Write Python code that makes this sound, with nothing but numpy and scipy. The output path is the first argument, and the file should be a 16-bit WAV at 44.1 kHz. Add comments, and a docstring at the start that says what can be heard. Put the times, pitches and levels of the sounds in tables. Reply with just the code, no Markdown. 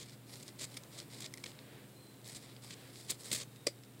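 """A quiet room, close to a bowl over which gloved hands squeeze a lump of powdery ice.
Friction of the glove on the powder makes rustles, dull rubs, a treble sheen and one thin squeak.
Brittle fracture makes short crunches in the packed ice and ticks in single crystals. Now and then
the glove snaps free, and near the end a lump strikes the bowl and excites its damped modes.
An appliance hums behind it all."""
import sys
import numpy as np
from scipy import signal
from scipy.fft import rfft, irfft
from scipy.io import wavfile
from scipy.ndimage import uniform_filter1d

SR = 44100
rng = np.random.default_rng(int(sys.argv[2]) if len(sys.argv) > 2 else 0)


def master(y):
    """Save y as 16-bit WAV."""
    cut = np.clip(np.atleast_2d(y).T, -1, 1)
    pcm = np.round(cut * 32767)  # scale
    wavfile.write(sys.argv[1], SR, pcm.astype(np.int16))


N = 176400
T = np.arange(N) / SR
TILT_FROM_HZ = 3450  # every spectral tilt acts above this frequency

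# partials of the appliance hum: frequency_hz, level_db
HUM_PARTIALS = [(120, -60.5), (141, -71.5), (204, -69), (269, -69.5), (350, -74)]
# strokes: start_s, length_s, start_level_db, end_level_db, tilt_db_per_octave
CRUNCHES = [(0, 0.046, -45, -58.5, -2), (.426, 0.011, -50.5, -53.5, 1.5), (.478, 0.015, -55.5, -53, -4.5),
            (.585, .029, -56.5, -44.5, -2), (.613, 0.041, -42, -43, 0.5), (.975, 0.02, -51, -46, -1),
            (1.202, 0.033, -50, -49, -1), (1.242, 0.023, -51.5, -44.5, -2.5),
            (1.459, 0.0094, -45.5, -46.5, -7), (2.347, 0.023, -51, -49, 1.5),
            (2.706, 0.037, -52, -50, -5.5), (3.082, 0.02, -53, -36.5, -0.5), (3.102, .011, -34.5, -36, 6),
            (3.113, 0.016, -37, -54, -7), (3.244, 0.043, -47.5, -56, 1.5),
            (3.3155, 0.0042, -29, -28.5, 0.5), (3.322, 0.0088, -36.5, -43, 2.5),
            (3.329, 0.017, -31, -41, 3.5), (3.347, 0.016, -33.5, -40.5, 2), (3.36, 0.035, -44, -44.5, 1.5),
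            (3.397, 0.04, -43, -48, -2), (3.678, 0.013, -45, -52, -3)]  # packed ice giving way
RUSTLES = [(.04, 0.12, -59.5, -61.5, -1.5), (.275, 0.14, -56.5, -55.5, 0), (.41, 0.095, -67, -57.5, -0.5),
           (.66, 0.098, -66.5, -52.5, 0), (.915, 0.13, -55.5, -58.5, -2), (1.105, 0.17, -54.5, -55, -1.5),
           (1.35, 0.11, -75, -60, 4), (1.47, 0.04, -49.5, -57, -2), (1.51, 0.15, -66, -75, -1),
           (2.25, 0.13, -52.5, -53.5, 1.5), (2.385, 0.089, -60, -59, -1.5), (2.48, 0.11, -58, -70, -9),
           (2.63, .12, -53, -59, -0.5), (2.76, 0.22, -65, -63, -1), (2.945, 0.21, -57, -58, 1),
           (3.185, 0.21, -55.5, -51.5, 2.5)]  # the glove catching on powder
RUBS = [(1.51, 0.2, -65.5, -62, -3), (1.71, 0.17, -58.5, -65, -3), (2.76, 0.16, -59, -60.5, 3.5)]  # the glove sliding smoothly
# impulses: start_s, level_over_3ms_db, tilt_db_per_octave
TICKS = [(.096, -52, -1), (.357, -51.5, 0), (.480, -46, 2), (0.5959, -44.5, 3), (.836, -51, 0.5),
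         (1.001, -43, -1), (1.206, -45, 7), (1.2435, -42.5, -5), (1.5175, -54.5, -10), (1.59, -49.5, -13),
         (2.245, -55, -3), (2.277, -47, 10), (2.349, -48, -3), (2.565, -54, -9), (2.7073, -46, -10),
         (2.958, -50, -7), (3.103, -40.5, -6.5), (3.1115, -31.5, 17), (3.2354, -51, 3), (3.3305, -35.5, -1),
         (3.561, -54, -5), (3.836, -53.5, -7)]  # single crystals breaking
KNOCKS = [(3.6661, -47, -1), (3.6686, -33, 1), (3.6701, -25, 1), (3.6734, -30.5, -2.5)]  # four quick contacts of the lump with the bowl
# resonances of the rubbing glove: centre_s, half_width_s, level_db, pitch_hz
SHEENS = [(.36, .035, -65, 11150), (.4, .08, -72, 13400), (3.0, .09, -70, 11100), (3.62, .16, -72, 3750)]
# the glove snapping free: centre_s, level_db, half_width_s, tilt_db_per_octave, ping_hz, ping_db
SNAPS = [(0.7728, -42, 0.004, 1.5, 2120, -52), (1.3402, -42, 0.0016, 3, 2060, -39),
         (1.375, -46.5, 0.00097, 2, 2010, -60), (1.381, -51.5, 0.00193, 0, 1970, -47.5),
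         (1.441, -38.5, 0.0016, -2, 2220, -38.5)]
# course of the squeak: time_s, pitch_hz, level_db
SQUEAK_CONTOUR = [(1.95, 4150, -78), (1.97, 4130, -65), (2.1, 4060, -66.5), (2.16, 3980, -70),
                  (2.21, 3950, -78)]
# modes of the filled bowl: frequency_hz, level_db, t60_s
BOWL_MODES = [(333, -22, 0.029), (476, -16.5, 0.026), (553, -28, 0.059), (2025, -22.5, 0.017),
              (2400, -23.5, 0.017), (7740, -57, .12)]

# spectral envelopes of the sources: frequency_hz, relative_level_db
ROOM_SPECTRUM = [(25, -21.5), (42, -24), (60, -12), (100, -6), (140, 5), (170, -3), (280, -2), (500, -6),
                 (800, -13), (1400, -16), (2800, -18.5), (4000, -19), (6200, -26), (8000, -19),
                 (11000, -23), (16000, -23)]
HISS_SPECTRUM = [(300, -46), (4500, -10), (8000, -1.5), (12000, 13.5)]
CRUNCH_SPECTRUM = [(120, 3), (320, 3), (600, -1), (820, -17), (1100, -4.5), (1400, -11), (2150, 1.5),
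                   (2750, -4), (3500, 4), (4800, 3.5), (5700, -1.5), (7500, 4), (9300, -1), (11000, -10.5),
                   (16000, -16.5)]
RUSTLE_SPECTRUM = [(200, 7.5), (550, 0), (850, -3), (1500, -9), (2100, 1.5), (2750, -5.5), (3700, 2.5),
                   (5100, 3), (6200, -5), (7800, 1.5), (9300, -1.5), (11000, -9), (16000, -18)]
THUD_SPECTRUM = [(60, -33), (200, 8), (450, 0), (900, -30), (3000, -40)]
TICK_SPECTRUM = [(200, -14), (550, -10), (850, -15), (1400, -12), (2100, -4), (2750, -7), (3700, 0),
                 (5100, 3), (6300, -3), (7800, -2), (9500, -7), (11000, -15), (16000, -24)]
SNAP_SPECTRUM = [(200, -5), (550, -6), (850, -16), (1130, -6), (1450, -12), (2200, 2), (2800, -7),
                 (3300, -1), (5200, -1), (6500, -6), (8300, -7), (9400, -2), (10500, -15), (16000, -23)]
RUB_SPECTRUM = [(200, 4), (500, 9.5), (780, -1), (1280, -6.5), (1620, 3), (2600, -0.5), (3900, -1.5),
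                (6000, -16), (8000, -14), (16000, -22)]
KNOCK_SPECTRUM = [(200, -14), (550, -10), (820, -21), (1150, -4.5), (1400, -11), (2100, -6), (4200, -5),
                  (4600, 5.5), (5350, 6), (6500, -10), (7550, 4.5), (8300, -5.5), (9500, -3.5),
                  (10800, -18), (16000, -24)]


def undb(db):
    """Amplitude ratio of a level in decibels."""
    return 10 ** (np.asarray(db) / 20)


def unit(x):
    """Normalisation to an rms of 1."""
    return x / np.sqrt(np.mean(x ** 2))


def drift(rate_hz):
    """Low-passed noise: a random fluctuation of rms 1, mostly slower than rate_hz."""
    width = max(int(SR / rate_hz), 1)
    smoothed = uniform_filter1d(rng.standard_normal(N), width, mode="wrap")
    return unit(uniform_filter1d(smoothed, width, mode="wrap"))


def shape(x, spectrum, tilt=0, size=2048):
    """Source-filter model: x excites a minimum-phase filter of unit energy with the given spectrum."""
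    octaves = np.log2(np.maximum(np.fft.rfftfreq(size, 1 / SR), 1))
    hz, db = np.array(spectrum, float).T
    gain_db = np.interp(octaves, np.log2(hz), db) + tilt * np.maximum(octaves - np.log2(TILT_FROM_HZ), 0)
    cepstrum = irfft(np.log(undb(gain_db)))
    cepstrum[1:size // 2] *= 2  # folding the cepstrum makes the filter causal
    cepstrum[size // 2 + 1:] = 0
    response = irfft(np.exp(rfft(cepstrum)))
    return signal.fftconvolve(x, response / np.sqrt(np.sum(response ** 2)))


def add(out, start_s, x):
    """Superposition of x on out from a start time."""
    i = int(np.clip(start_s * SR, 0, N - 1))
    out[i:i + len(x)] += x[:N - i]


def grains(per_s, spread_db):
    """Shot noise of rms 1: tiny fractures of uneven size at random moments."""
    size = undb(spread_db * np.clip(rng.standard_normal(N), -2, 2))
    breaks = rng.random(N) < per_s / SR
    return unit(breaks * size * np.sign(rng.standard_normal(N)))


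def strokes(rows, source, spectrum, edge_s):
    """Amplitude modulation: in each stroke the source swells or fades as the pressure changes."""
    out = np.zeros(N)
    for start, length, start_db, end_db, tilt in rows:
        a, b = int(max(start - edge_s, 0) * SR), int((start + length + edge_s) * SR)
        t = T[a:b] - start
        gate = np.clip(np.minimum(t, length - t) / edge_s + .5, 0, 1)
        envelope = gate * undb(np.interp(t, [0, length], [start_db, end_db]))
        add(out, a / SR, shape(unit(source[a:b] + 1e-9) * envelope, spectrum, tilt))
    return out


def clicks(rows, spectrum, decay_s, splinters, size=400):
    """Impulsive excitation: ice breaks or lands with one click and a decaying spray of splinters."""
    out = np.zeros(N)
    for start, db, tilt in rows:
        pulse = splinters * rng.standard_normal(size) * np.exp(-T[:size] / decay_s)
        pulse[0] = 1
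        pulse *= np.sqrt(.003 * SR / np.sum(pulse ** 2))  # the energy of 3 ms at rms 1
        add(out, start, undb(db) * shape(pulse, spectrum, tilt))
    return out


def waver(hz, wobble=.016, flutter_db=4):
    """Random modulation: the phase and gain of an unsteady tone from slipping rubber."""
    pitch_hz = hz * (1 + wobble * drift(600))
    return 2 * np.pi * np.cumsum(pitch_hz) / SR, undb(flutter_db * drift(110))


def ring(modes, rise_s):
    """Free vibration: modes woken by a soft contact decay exponentially."""
    t = T[:SR // 4]
    rise = np.sin(np.pi / 2 * np.minimum(t / rise_s, 1)) ** 2
    return rise * sum(undb(db - 60 * t / t60) * np.sin(2 * np.pi * hz * t) for hz, db, t60 in modes)


def appliance_hum():
    """A sum of low partials, each drifting slightly in level and phase."""
    out = np.zeros(N)
    for hz, db in HUM_PARTIALS:
        amplitude = np.sqrt(2) * undb(db + drift(7.4))
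        out += amplitude * np.sin(2 * np.pi * hz * T + .18 * drift(3.6))
    return out


def room_noise(air_db=-58.5, hiss_db=-72):
    """Broadband noise: a low wash in phase in both channels, and a fine hiss in antiphase."""
    air = shape(rng.standard_normal(N), ROOM_SPECTRUM, size=8192)[:N]
    hiss = shape(rng.standard_normal(N), HISS_SPECTRUM)[:N]
    return undb(air_db + .8 * drift(2)) * air + undb(hiss_db) * hiss * np.array([[1], [-1]])


def ice_crunches():
    """Brittle fracture: packed ice collapses in dense avalanches of grains."""
    avalanche = grains(per_s=6000, spread_db=4) * undb(2.4 * drift(280))
    return strokes(CRUNCHES, avalanche, CRUNCH_SPECTRUM, edge_s=.0036)


def loose_crumbs(level_db=-77):
    """A sparse Poisson process: loose crumbs tick faintly throughout."""
    return undb(level_db) * shape(grains(per_s=80, spread_db=4), TICK_SPECTRUM, tilt=-1.5)[:N]


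def glove_rustles(thud_db=-13):
    """Stick-slip friction: the glove drags over powder in small catches, above a low handling thud."""
    catches = undb(1.9 * drift(60) + 1.8 * drift(250))
    powder = grains(per_s=3000, spread_db=3) * catches
    rustle = strokes(RUSTLES, powder, RUSTLE_SPECTRUM, edge_s=.033)
    thud = strokes(RUSTLES, rng.standard_normal(N), THUD_SPECTRUM, edge_s=.012)
    return rustle + undb(thud_db) * thud


def crystal_ticks():
    """Acoustic emission: each breaking crystal radiates one sharp transient."""
    return clicks(TICKS, TICK_SPECTRUM, decay_s=.002, splinters=.16)


def glove_sheen():
    """Frictional excitation: rubbing wakes narrow treble resonances, heard as hissy, wavering tones."""
    out = np.zeros(N)
    for centre, half_width, db, hz in SHEENS:
        phase, flutter = waver(hz)
        swell = np.exp(-.5 * ((T - centre) / half_width) ** 2)
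        out += undb(db) * swell * flutter * np.sin(phase)
    return out


def glove_snaps(ping_t60_s=.023):
    """Sudden release: the glove peels free in a Gaussian burst of grains and pings at one pitch."""
    out = np.zeros(N)
    peeling = grains(per_s=12000, spread_db=11.5)
    for centre, db, half_width, tilt, ping_hz, ping_db in SNAPS:
        a, b = int((centre - 3 * half_width) * SR), int((centre + 3 * half_width) * SR)
        bell = np.exp(-.5 * ((T[a:b] - centre) / half_width) ** 2)
        burst = unit(peeling[a:b] * bell + 1e-9) * np.sqrt(np.mean(bell ** 2))
        add(out, a / SR, undb(db) * shape(burst, SNAP_SPECTRUM, tilt))
        add(out, centre - half_width, ring([(ping_hz, ping_db, ping_t60_s)], rise_s=.001))
    return out


def glove_rubs():
    """Sliding friction: smooth motion of the glove gives a dull, even noise."""
    return strokes(RUBS, rng.standard_normal(N), RUB_SPECTRUM, edge_s=.06)


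def glove_squeak(octave_db=-8):
    """Frictional oscillation: slipping rubber gives a thin, rough tone and its octave, sagging in pitch."""
    times, hz, db = np.array(SQUEAK_CONTOUR).T
    phase, flutter = waver(np.interp(T, times, hz))
    sounding = (T > times[0]) & (T < times[-1])
    envelope = undb(np.interp(T, times, db)) * flutter * sounding
    return envelope * (np.sin(phase) + undb(octave_db) * np.sin(2 * phase))


def bowl_knock(ring_start_s=3.6675):
    """Impact excitation: the lump clacks as it lands and sets the damped modes of the bowl ringing."""
    out = clicks(KNOCKS, KNOCK_SPECTRUM, decay_s=.0011, splinters=.49)
    add(out, ring_start_s, ring(BOWL_MODES, rise_s=.0041))
    return out


def reverberate(direct, delay_s=.009, early_t60_s=.04, early_db=-24, tail_t60_s=.12, tail_db=-18):
    """Reflection: the table and near walls add a quick bounce and a faint tail to the direct sound."""
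    t = T[:SR // 3]
    out = direct.copy()
    for t60, db in ((early_t60_s, early_db), (tail_t60_s, tail_db)):
        echoes = rng.standard_normal(len(t)) * undb(-60 * t / t60) * (t > delay_s)
        echoes /= np.sqrt(np.sum(echoes ** 2))
        out += undb(db) * signal.fftconvolve(direct, echoes)[:N]
    return out


def scene(low_cut_hz=101):
    """Superposition: hands, ice and bowl in the middle, the room around them."""
    background = appliance_hum() + room_noise()
    direct = ice_crunches() + loose_crumbs() + glove_rustles() + crystal_ticks() + glove_sheen()
    direct += glove_snaps() + glove_rubs() + glove_squeak() + bowl_knock()
    # such small sources radiate little bass
    high_pass = signal.butter(2, low_cut_hz, "high", fs=SR, output="sos")
    return reverberate(signal.sosfilt(high_pass, direct)) + background


def record(dry, cutoff_hz=15750):
    """Band limiting: an elliptic low-pass filter cuts the highest treble steeply."""
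    return signal.sosfilt(signal.ellip(10, .1, 70, cutoff_hz, fs=SR, output="sos"), dry)


dry = scene()
out = record(dry)
master(out)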